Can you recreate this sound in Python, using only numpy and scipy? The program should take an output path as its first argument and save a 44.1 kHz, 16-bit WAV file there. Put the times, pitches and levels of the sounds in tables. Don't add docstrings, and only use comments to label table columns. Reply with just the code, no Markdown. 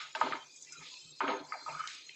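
import sys
import numpy as np
from scipy import signal
from scipy.fft import rfft, irfft
from scipy.io import wavfile

SR = 44100
rng = np.random.default_rng(int(sys.argv[2]) if len(sys.argv) > 2 else 0)


def store_wav(level_fs):
    pcm = np.round(np.clip(np.atleast_2d(level_fs), -1, 1) * 32767)
    wavfile.write(sys.argv[1], SR, pcm.T.astype(np.int16))


N = 94815


def amp(db):
    return 10 ** (np.asarray(db) / 20)


def rms_one(x):
    return x / np.sqrt(np.mean(x ** 2) + 1e-20)


def in_time(rows):
    time_s, *columns = np.transpose(rows)
    return [np.interp(np.arange(N) / SR, time_s, column) for column in columns]


def at_hz(points, hz):
    table_hz, table_db = np.array(points).T
    return np.interp(np.log(hz), np.log(table_hz), table_db)


def drift(rate_hz):
    step = 40
    settle = 1000
    r = np.exp(-2 * np.pi * rate_hz * step / SR)
    noise = rng.standard_normal(N // step + settle + 2)
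    slow = signal.lfilter([1], [1, -2 * r, r * r], noise)[settle:]
    return np.interp(np.arange(N) / step, np.arange(len(slow)), rms_one(slow - slow.mean()))


def ring(drive, hz, t60_s):
    r = amp(-60 / (t60_s * SR))
    w = 2 * np.pi * hz / SR
    return signal.lfilter([0, np.sin(w)], [1, -2 * r * np.cos(w), r * r], drive + 1e-18)


def grains(per_s, spread_db):
    size_db = spread_db * np.minimum(rng.exponential(1, N), 5)
    sizes = amp(size_db) * rng.choice([-1, 1], N)
    return rms_one(sizes * (rng.random(N) < per_s / SR))


def burst(start_s, peak_db, pitch_hz, half_width_octaves, fade_s):
    t = np.arange(N) / SR - start_s
    edges_hz = np.clip(pitch_hz * 2 ** np.array([-half_width_octaves, half_width_octaves]), 50, 8600)
    puff = rng.standard_normal(N) * (t >= 0) * np.exp(-np.maximum(t, 0) / fade_s)
    band = signal.butter(3, edges_hz, "band", fs=SR, output="sos")
    puff = signal.sosfilt(band, puff + 1e-18)
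    return amp(peak_db) * puff / np.abs(puff).max()


# pitch_hz, relative_level_db
ROOM_TONE_SPECTRUM = [(25, -28), (80, -22.5), (100, -4), (142, -12), (211, -8), (320, 1), (683, -9.5),
                      (1100, -10), (1800, -18.5), (5000, -28), (9000, -20), (11000, -31.5), (15500, -27)]
ROOM_TONE_DB = -75.5


def room_tone():
    hz = np.maximum(np.arange(N // 2 + 1) * SR / N, 1)
    spectrum = rfft(rng.standard_normal(N)) * amp(at_hz(ROOM_TONE_SPECTRUM, hz))
    return amp(ROOM_TONE_DB) * rms_one(irfft(spectrum, N))


# time_s, level_db
THRUM_LEVEL = [(0.0, -73.5), (0.19, -93), (0.24, -60.5), (0.37, -67), (0.47, -83.5), (0.76, -79.5),
               (0.8, -61.5), (0.99, -97.5), (1.06, -60.5), (1.18, -80), (1.27, -61.5), (1.37, -78),
               (1.41, -60), (1.6, -96), (1.69, -63.5), (1.77, -61), (1.9, -86.5), (2.15, -82)]
THRUM_HZ, THRUM_T60_S = 151.1, 0.19


def thrum():
    hum = ring(rng.standard_normal(N), THRUM_HZ, THRUM_T60_S)
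    hum = ring(hum, THRUM_HZ, 0.023)
    return amp(in_time(THRUM_LEVEL)[0]) * rms_one(hum)


# time_s, middle_db, top_db (above 5 kHz), bottom_db (below the split, before its trim)
SIZZLE_LEVEL = [(0.0, -57, -53, -63), (0.148, -60, -64.5, -61), (0.151, -44.5, -55, -57),
                (0.18, -52.5, -56.5, -56.5), (0.27, -49, -60.5, -58), (0.39, -57.5, -63, -62),
                (0.65, -63, -56, -73.5), (0.66, -65.5, -59.5, -57), (0.93, -47, -57, -56.5),
                (1.07, -60, -59, -66), (1.14, -57, -68, -69.5), (1.19, -66, -56.5, -62),
                (1.21, -69, -63, -46), (1.32, -61, -65.5, -51), (1.43, -58, -69, -71),
                (1.45, -60.5, -58.5, -76.5), (1.54, -65, -59.5, -66), (1.63, -61, -63.5, -82),
                (1.69, -58, -55, -56), (1.87, -55.5, -55, -56.5), (1.877, -45, -55, -56),
                (1.89, -48, -48.5, -52), (2.04, -55, -63, -58), (2.09, -70, -55.5, -66),
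                (2.096, -62, -57, -52.5), (2.15, -64, -64, -53)]
# pitch_hz, relative_level_db
SIZZLE_SPECTRUM = [(2400, 2), (2900, -10.5), (3500, -7), (4200, -4), (4550, -8.5), (5000, -1), (5500, -9),
                   (6500, -4), (7200, -7.5), (8000, -11)]
SIZZLE_SPLIT_HZ, BOTTOM_TRIM_DB, COLOUR_TRIM_DB = 3300, -0.5, -9.5
FIZZ_PER_S, FIZZ_SPREAD_DB, FIZZ_T60_CYCLES = 24000, 3, 130
PATCH_DB, PATCH_RATE_HZ, FLICKER_DB, FLICKER_RATE_HZ = 8.0, 3.7, 4, 43.0
FULL_FIZZ_DB = -50


def sizzle():
    middle_db, top_db, bottom_db = in_time(SIZZLE_LEVEL)
    fizz = grains(FIZZ_PER_S, FIZZ_SPREAD_DB)
    dealt = rng.integers(0, 4, N)
    bands_hz = np.linspace(2450, 8000, 26) * rng.uniform(.99, 1.01, 26)
    out = 0
    for k, hz in enumerate(bands_hz):
        top_share = np.clip(np.log2(hz / 4800) / 0.067, 0, 1)
        lower_db = middle_db if hz > SIZZLE_SPLIT_HZ else bottom_db + BOTTOM_TRIM_DB
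        band_db = top_share * top_db + (1 - top_share) * lower_db
        patchy = np.clip((FULL_FIZZ_DB - band_db) / 8, .15, 1)
        patch_db = PATCH_DB * patchy * np.tanh(0.6 * drift(PATCH_RATE_HZ))
        flicker_db = FLICKER_DB * drift(FLICKER_RATE_HZ)
        gain_db = at_hz(SIZZLE_SPECTRUM, hz) + COLOUR_TRIM_DB + patch_db + flicker_db
        bubbles = ring(fizz * (dealt == k % 4), hz, FIZZ_T60_CYCLES / hz)
        bubbles = ring(bubbles, hz, 0.0056)
        out = out + amp(gain_db + band_db) * rms_one(bubbles)
    return out


# start_s, length_s, pitch_hz, pole_width_hz, level_db (before the waver)
STEAM_WHISTLES = [(0.116, 0.19, 6980, 119, -65), (.34, 0.11, 3130, 80, -61.5),
                  (.4, 0.19, 2443, 69.9, -68.5), (.4, .3, 4727, 100.4, -66.5),
                  (0.547, 0.31, 6440, 121, -65.5), (0.684, 0.24, 5110, 99.6, -63.5),
                  (.9, 0.38, 4184, 100, -64), (0.928, .26, 2600, 69.7, -69), (.99, .13, 3110, 70, -67),
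                  (0.998, 0.13, 7560, 120, -63.5), (1.26, .12, 6510, 120, -64.5),
                  (1.422, 0.5, 4183, 109, -63.5), (1.477, 0.43, 4715, 100, -65.5),
                  (2.026, 0.18, 4163, 100, -62)]
WHISTLE_WAVER_DB, WHISTLE_WAVER_HZ, WHISTLE_FADE_S = 5, 5.3, 0.017


def whistles():
    out = 0
    t = np.arange(N) / SR
    for start_s, length_s, hz, pole_width_hz, level_db in STEAM_WHISTLES:
        gate = np.clip(np.minimum(t - start_s, start_s + length_s - t) / WHISTLE_FADE_S, 0, 1)
        t60_s = np.log(1000) / (np.pi * pole_width_hz)
        hiss = ring(ring(rng.standard_normal(N), hz, t60_s), hz, t60_s)
        waver_db = WHISTLE_WAVER_DB * drift(WHISTLE_WAVER_HZ)
        out = out + gate * amp(level_db + waver_db) * rms_one(hiss)
    return out


# start_s, peak_db, pitch_hz, half_width_octaves, fade_s (to 1/e)
FAT_SPITS = [(0.2054, -44.5, 6800, 0.18, 0.006), (0.5614, -47.5, 7500, 0.29, 0.0081),
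             (0.6232, -38, 6940, 0.18, 0.0049), (0.722, -37, 6690, 0.21, 0.013),
             (0.8857, -43.5, 4270, 0.19, 0.004), (0.918, -44, 3840, 0.22, 0.0016),
             (0.9396, -39, 3520, 0.54, 0.0033), (1.1856, -48, 4260, 0.25, .008),
             (1.874, -28, 4200, 0.63, 0.003), (2.066, -46, 6440, 0.11, 0.0042),
             (2.094, -46.5, 4200, 0.062, 0.0023)]


def spits():
    return sum(burst(*spit) for spit in FAT_SPITS)


# start_s, length_s, first_hz, last_hz, level_db, roughness_hz
BLADE_SQUEAKS = [(0.657, 0.095, 2390, 2334, -61, 35), (0.661, 0.041, 2060, 1966, -63, 40),
                 (0.718, 0.0716, 1460, 1320, -55, 35), (0.79, 0.091, 1270, 1226, -56.5, 35),
                 (0.798, 0.04, 930, 847, -59, 50), (0.914, 0.068, 1010, 976, -65, 35),
                 (1.522, 0.063, 1000, 528, -48.5, 70), (1.669, 0.23, 1150, 1502, -48, 130),
                 (1.666, 0.26, 2340, 2220, -58.5, 90), (1.75, 0.16, 2990, 3040, -60, 60)]


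def squeaks():
    out = 0
    for start_s, length_s, first_hz, last_hz, level_db, roughness_hz in BLADE_SQUEAKS:
        part = np.clip((np.arange(N) / SR - start_s) / length_s, 0, 1)
        phase = 2 * np.pi * np.cumsum(first_hz + (last_hz - first_hz) * part) / SR
        rough = drift(roughness_hz) * np.cos(phase) + drift(roughness_hz) * np.sin(phase)
        out = out + amp(level_db) * np.sin(np.pi * part ** 0.86) * rough
    return out


# time_s, level_db
GRIT_LEVEL = [(0, -44.5), (.09, -56.5), (.148, -72), (.151, -42), (.175, -56), (.21, -55), (.214, -46.5),
              (.3, -50), (.36, -51), (.42, -72.5), (.5, -86), (.8, -73), (.87, -49.5), (.95, -73),
              (1.05, -77), (1.204, -75), (1.207, -51), (1.27, -52.5), (1.29, -46), (1.31, -44.5),
              (1.345, -55), (1.4, -56), (1.45, -82), (1.86, -80.5), (1.878, -52.5), (1.98, -53.5),
              (2.05, -63.5), (2.09, -63), (2.1, -61), (2.15, -66)]
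GRIT_LOW_HZ, GRIT_TOP_HZ, GRIT_PER_S, GRIT_SPREAD_DB = 1960, 4324, 7900, -1


def grit():
    band = signal.butter(4, [GRIT_LOW_HZ, GRIT_TOP_HZ], "band", fs=SR, output="sos")
    rub = signal.sosfilt(band, grains(GRIT_PER_S, GRIT_SPREAD_DB))
    return amp(in_time(GRIT_LEVEL)[0]) * rms_one(rub)


# pitch_hz, relative_level_db, free_t60_s
PAN_MODES = [(281.4, -8, 0.069), (387.8, -9, 0.25), (504.4, -11, 0.23), (631, -7.5, 0.11),
             (759, -14.5, 0.027), (904, -2.5, 0.091), (962, -6.5, 0.099), (1023, -5, 0.052),
             (1150, -19, 0.013), (1258.4, -1.5, 0.09), (1366, -10.5, 0.033), (1437, -7.5, 0.033),
             (1574.5, -9, 0.054), (1754, -15.5, 0.096), (2015, -19, 0.016), (2095, -11, 0.043),
             (2282, -14.5, 0.014), (2650, -11, 0.036), (3070, -9.5, 0.14)]
# time_s, then level_db of the modes near 350, 850, 1400, 2000 Hz
DRAG_STRETCHES = [
    [(0.01, -95, -66, -42, -49.5), (0.074, -94.5, -64, -56, -58), (0.122, -98, -78, -66.5, -64),
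     (0.128, -82.5, -91, -74, -76), (0.136, -78, -83, -69, -72), (0.149, -70, -72, -63, -54)],
    [(0.152, -59, -50, -52, -49), (0.162, -58, -45, -49, -53), (0.178, -57, -50, -43.5, -48),
     (0.2, -53, -45.5, -51, -52), (0.211, -66, -43.5, -41, -48)],
    [(0.235, -36, -41.5, -36.5, -45), (0.271, -40, -35, -42, -48), (0.289, -38, -58, -41, -53),
     (0.305, -54, -39, -52, -62), (0.315, -41, -44, -58, -44)],
    [(0.335, -57, -45, -34.5, -41.5), (0.343, -43, -47, -43.5, -64), (0.353, -51.5, -41, -42.5, -42),
     (0.371, -55.5, -45, -49, -49.5), (0.465, -78, -67.5, -67, -69.5), (0.541, -71, -90, -93, -87.5),
     (0.56, -85, -95, -85.5, -72.5)],
    [(0.6, -68.5, -89, -81, -91), (0.634, -72.5, -81, -86, -75), (0.684, -78, -102, -83, -66),
     (0.708, -69, -69, -74, -74), (0.74, -78, -101, -64, -61), (0.79, -58.5, -100, -65, -88)],
    [(0.8, -76, -74, -72, -72), (0.816, -61, -74, -66, -56), (0.974, -84.5, -76, -82.5, -82.5),
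     (1.114, -66.5, -95, -78.5, -99), (1.186, -80, -87, -84, -75.5), (1.2045, -60, -90, -68, -82)],
    [(1.207, -70, -30.5, -37, -52.5), (1.215, -50, -37.5, -30.5, -40), (1.231, -39, -39.5, -44, -44),
     (1.243, -33, -36.5, -36.5, -45), (1.255, -44.5, -43, -38, -55), (1.269, -40, -37, -45, -56),
     (1.272, -38.5, -45, -42, -38.5)],
    [(1.29, -32, -40, -34, -38), (1.302, -32, -32.5, -39.5, -42), (1.42, -49, -54.5, -55, -60),
     (1.456, -65, -52.5, -70, -65), (1.464, -64, -61.5, -56, -69.5), (1.51, -62.5, -56, -70, -63)],
    [(1.54, -75, -44.5, -43, -43), (1.558, -62, -63, -50.5, -51), (1.576, -76, -52.5, -51, -56),
     (1.592, -77, -54.5, -58, -50.5), (1.624, -61.5, -62, -54, -65), (1.65, -67, -66.5, -65, -64)],
    [(1.69, -65, -42.5, -45, -54.5), (1.702, -60, -45, -60, -52), (1.734, -64.5, -52, -54, -62),
     (1.75, -73, -55.5, -53.5, -69), (1.766, -62, -55, -57, -66), (1.785, -79, -66, -44, -62),
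     (1.8, -90, -53, -41.5, -51)],
    [(1.82, -83, -78, -53, -55.5), (1.86, -79, -64, -50, -50), (1.868, -81, -70, -47, -63)],
    [(1.885, -87, -79, -47.5, -45.5), (1.951, -76, -82, -57, -59.5), (1.993, -76, -99, -63.5, -65),
     (2.045, -74, -80, -84, -79), (2.055, -71, -96, -86, -82), (2.08, -79, -99, -70, -81)],
    [(2.105, -71, -81, -93, -68), (2.121, -81, -81.5, -99, -74), (2.133, -79, -97, -91, -75.5),
     (2.15, -72, -93, -81.5, -68)],
]
FAMILY_CORNERS_HZ = [500, 630, 1010, 1250, 1560, 1800]
FAMILY_LIFT_DB = [-0.5, -3, -4, 4.5]
SLIPS_PER_S, SLIP_SPREAD_DB, SLIP_CLUMP_DB, SLIP_CLUMP_HZ = 6000, 2.0, 1.0, 25.0
DRAG_HISS_DB, RASP_DB = -2, -5.5
MODE_WANDER_DB, MODE_WANDER_HZ = 1.5, 11.0
DRAG_DAMPING = 0.47


def dragging():
    levels_db = np.array(in_time(np.concatenate(DRAG_STRETCHES))) + np.array(FAMILY_LIFT_DB)[:, None]
    slip_rate = SLIPS_PER_S * amp(SLIP_CLUMP_DB * drift(SLIP_CLUMP_HZ))
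    slips = grains(slip_rate, SLIP_SPREAD_DB)
    rubbing = slips + amp(DRAG_HISS_DB) * rng.standard_normal(N)
    out = 0
    for k, (hz, mode_db, t60_s) in enumerate(PAN_MODES[:-2]):
        family = round(np.interp(hz, FAMILY_CORNERS_HZ, [0, 1, 1, 2, 2, 3]))
        tone = ring(rubbing, hz, t60_s * DRAG_DAMPING)
        tone = rms_one(ring(tone, hz, 14.3 / hz))
        rasp = ring(rng.standard_normal(N), hz, 9.7 / hz)
        rasp = rms_one(ring(rasp, hz, 9.7 / hz))
        gain_db = levels_db[family] + mode_db + MODE_WANDER_DB * drift(MODE_WANDER_HZ)
        sign = (-1) ** k
        out = out + sign * amp(gain_db) * (tone + amp(RASP_DB) * rasp)
    return out


# start_s, peak_db, pitch_hz (struck hardest), spread_octaves,
# damping (share of free ring time), crack_peak_db, rise_s
SPATULA_KNOCKS = [(0.150, -29, 1620, .07, 0.76, -35, 0.00078),
                  (0.1503, -35, 2650, 0.088, 0.7, -61.5, .0007), (0.151, -31, 732, .25, 0.8, -60, 0.0016),
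                  (0.2123, -15, 976, 0.63, 0.7, -33, 0.00074),
                  (0.323, -23, 1560, 0.43, 0.14, -33.5, 0.00073),
                  (1.2051, -22, 1150, 0.45, 0.83, -33.5, 0.00062),
                  (1.2102, -26.5, 1290, .15, 0.5, -64, .003),
                  (1.2791, -21.5, 1520, 0.33, 0.14, -28, 0.00061),
                  (1.5212, -27.5, 1235, 0.15, 0.64, -56, 0.0013),
                  (1.522, -33, 2040, 0.089, 0.99, -66, 0.001), (1.66, -33, 1150, 0.23, 0.96, -68, 0.0039),
                  (1.677, -32, 1150, 0.098, 0.77, -63, 0.0039), (1.747, -35, 1400, 0.2, 0.4, -64, 0.0034),
                  (1.791, -32.5, 1260, 0.11, 0.81, -65, .006), (1.801, -28, 1300, 0.1, 0.61, -62, .005),
                  (1.811, -31.5, 1320, 0.24, 0.55, -62, 0.0032),
                  (1.836, -35, 1320, 0.21, 0.65, -63, 0.0038),
                  (1.851, -36.5, 1440, 0.12, 0.69, -60, 0.0034),
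                  (2.093, -38.5, 2380, 0.17, 0.52, -39, 0.0014)]
CRACK_FADE_S, CRACK_HZ, CRACK_HALF_WIDTH_OCTAVES = 0.0016, 2590, 0.29
KNOCK_CHANCE_DB = 2


def knocks():
    out = np.zeros(N)
    t = np.arange(SR // 4) / SR
    hz, mode_db, t60_s = np.transpose(PAN_MODES)[:, :, None]
    for start_s, peak_db, pitch_hz, spread_octaves, damping, crack_db, rise_s in SPATULA_KNOCKS:
        chance_db = KNOCK_CHANCE_DB * rng.standard_normal(hz.shape)
        nearness = np.exp(-.5 * (np.log2(hz / pitch_hz) / spread_octaves) ** 2)
        strike = nearness * amp(mode_db + chance_db)
        decay = amp(-60 * t / (t60_s * damping))
        blow = np.sum(strike * decay * np.sin(2 * np.pi * hz * t), axis=0)
        blow = blow * np.minimum(t / rise_s, 1) ** 2
        highpass = signal.butter(3, 0.76 * pitch_hz, "high", fs=SR, output="sos")
        blow = signal.sosfilt(highpass, blow)
        blow = amp(peak_db) * blow / np.abs(blow).max()
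        start = int(start_s * SR)
        out[start:start + len(t)] += blow[:N - start]
        out += burst(start_s, crack_db, CRACK_HZ, CRACK_HALF_WIDTH_OCTAVES, CRACK_FADE_S)
    return out


MIC_LOW_HZ, MIC_TOP_HZ = 234, 8040


def scene():
    food = sizzle() + whistles() + spits()
    spatula = squeaks() + grit() + dragging() + knocks()
    lowpass = signal.butter(9, MIC_TOP_HZ, fs=SR, output="sos")
    highpass = signal.butter(3, MIC_LOW_HZ, "high", fs=SR, output="sos")
    close = signal.sosfilt(highpass, signal.sosfilt(lowpass, food + spatula))
    return (room_tone() + thrum() + close)[None]


CUTOFF_HZ = 15700


def record(dry):
    return signal.sosfilt(signal.cheby2(12, 50, CUTOFF_HZ, fs=SR, output="sos"), dry)


dry = scene()
out = record(dry)
store_wav(out)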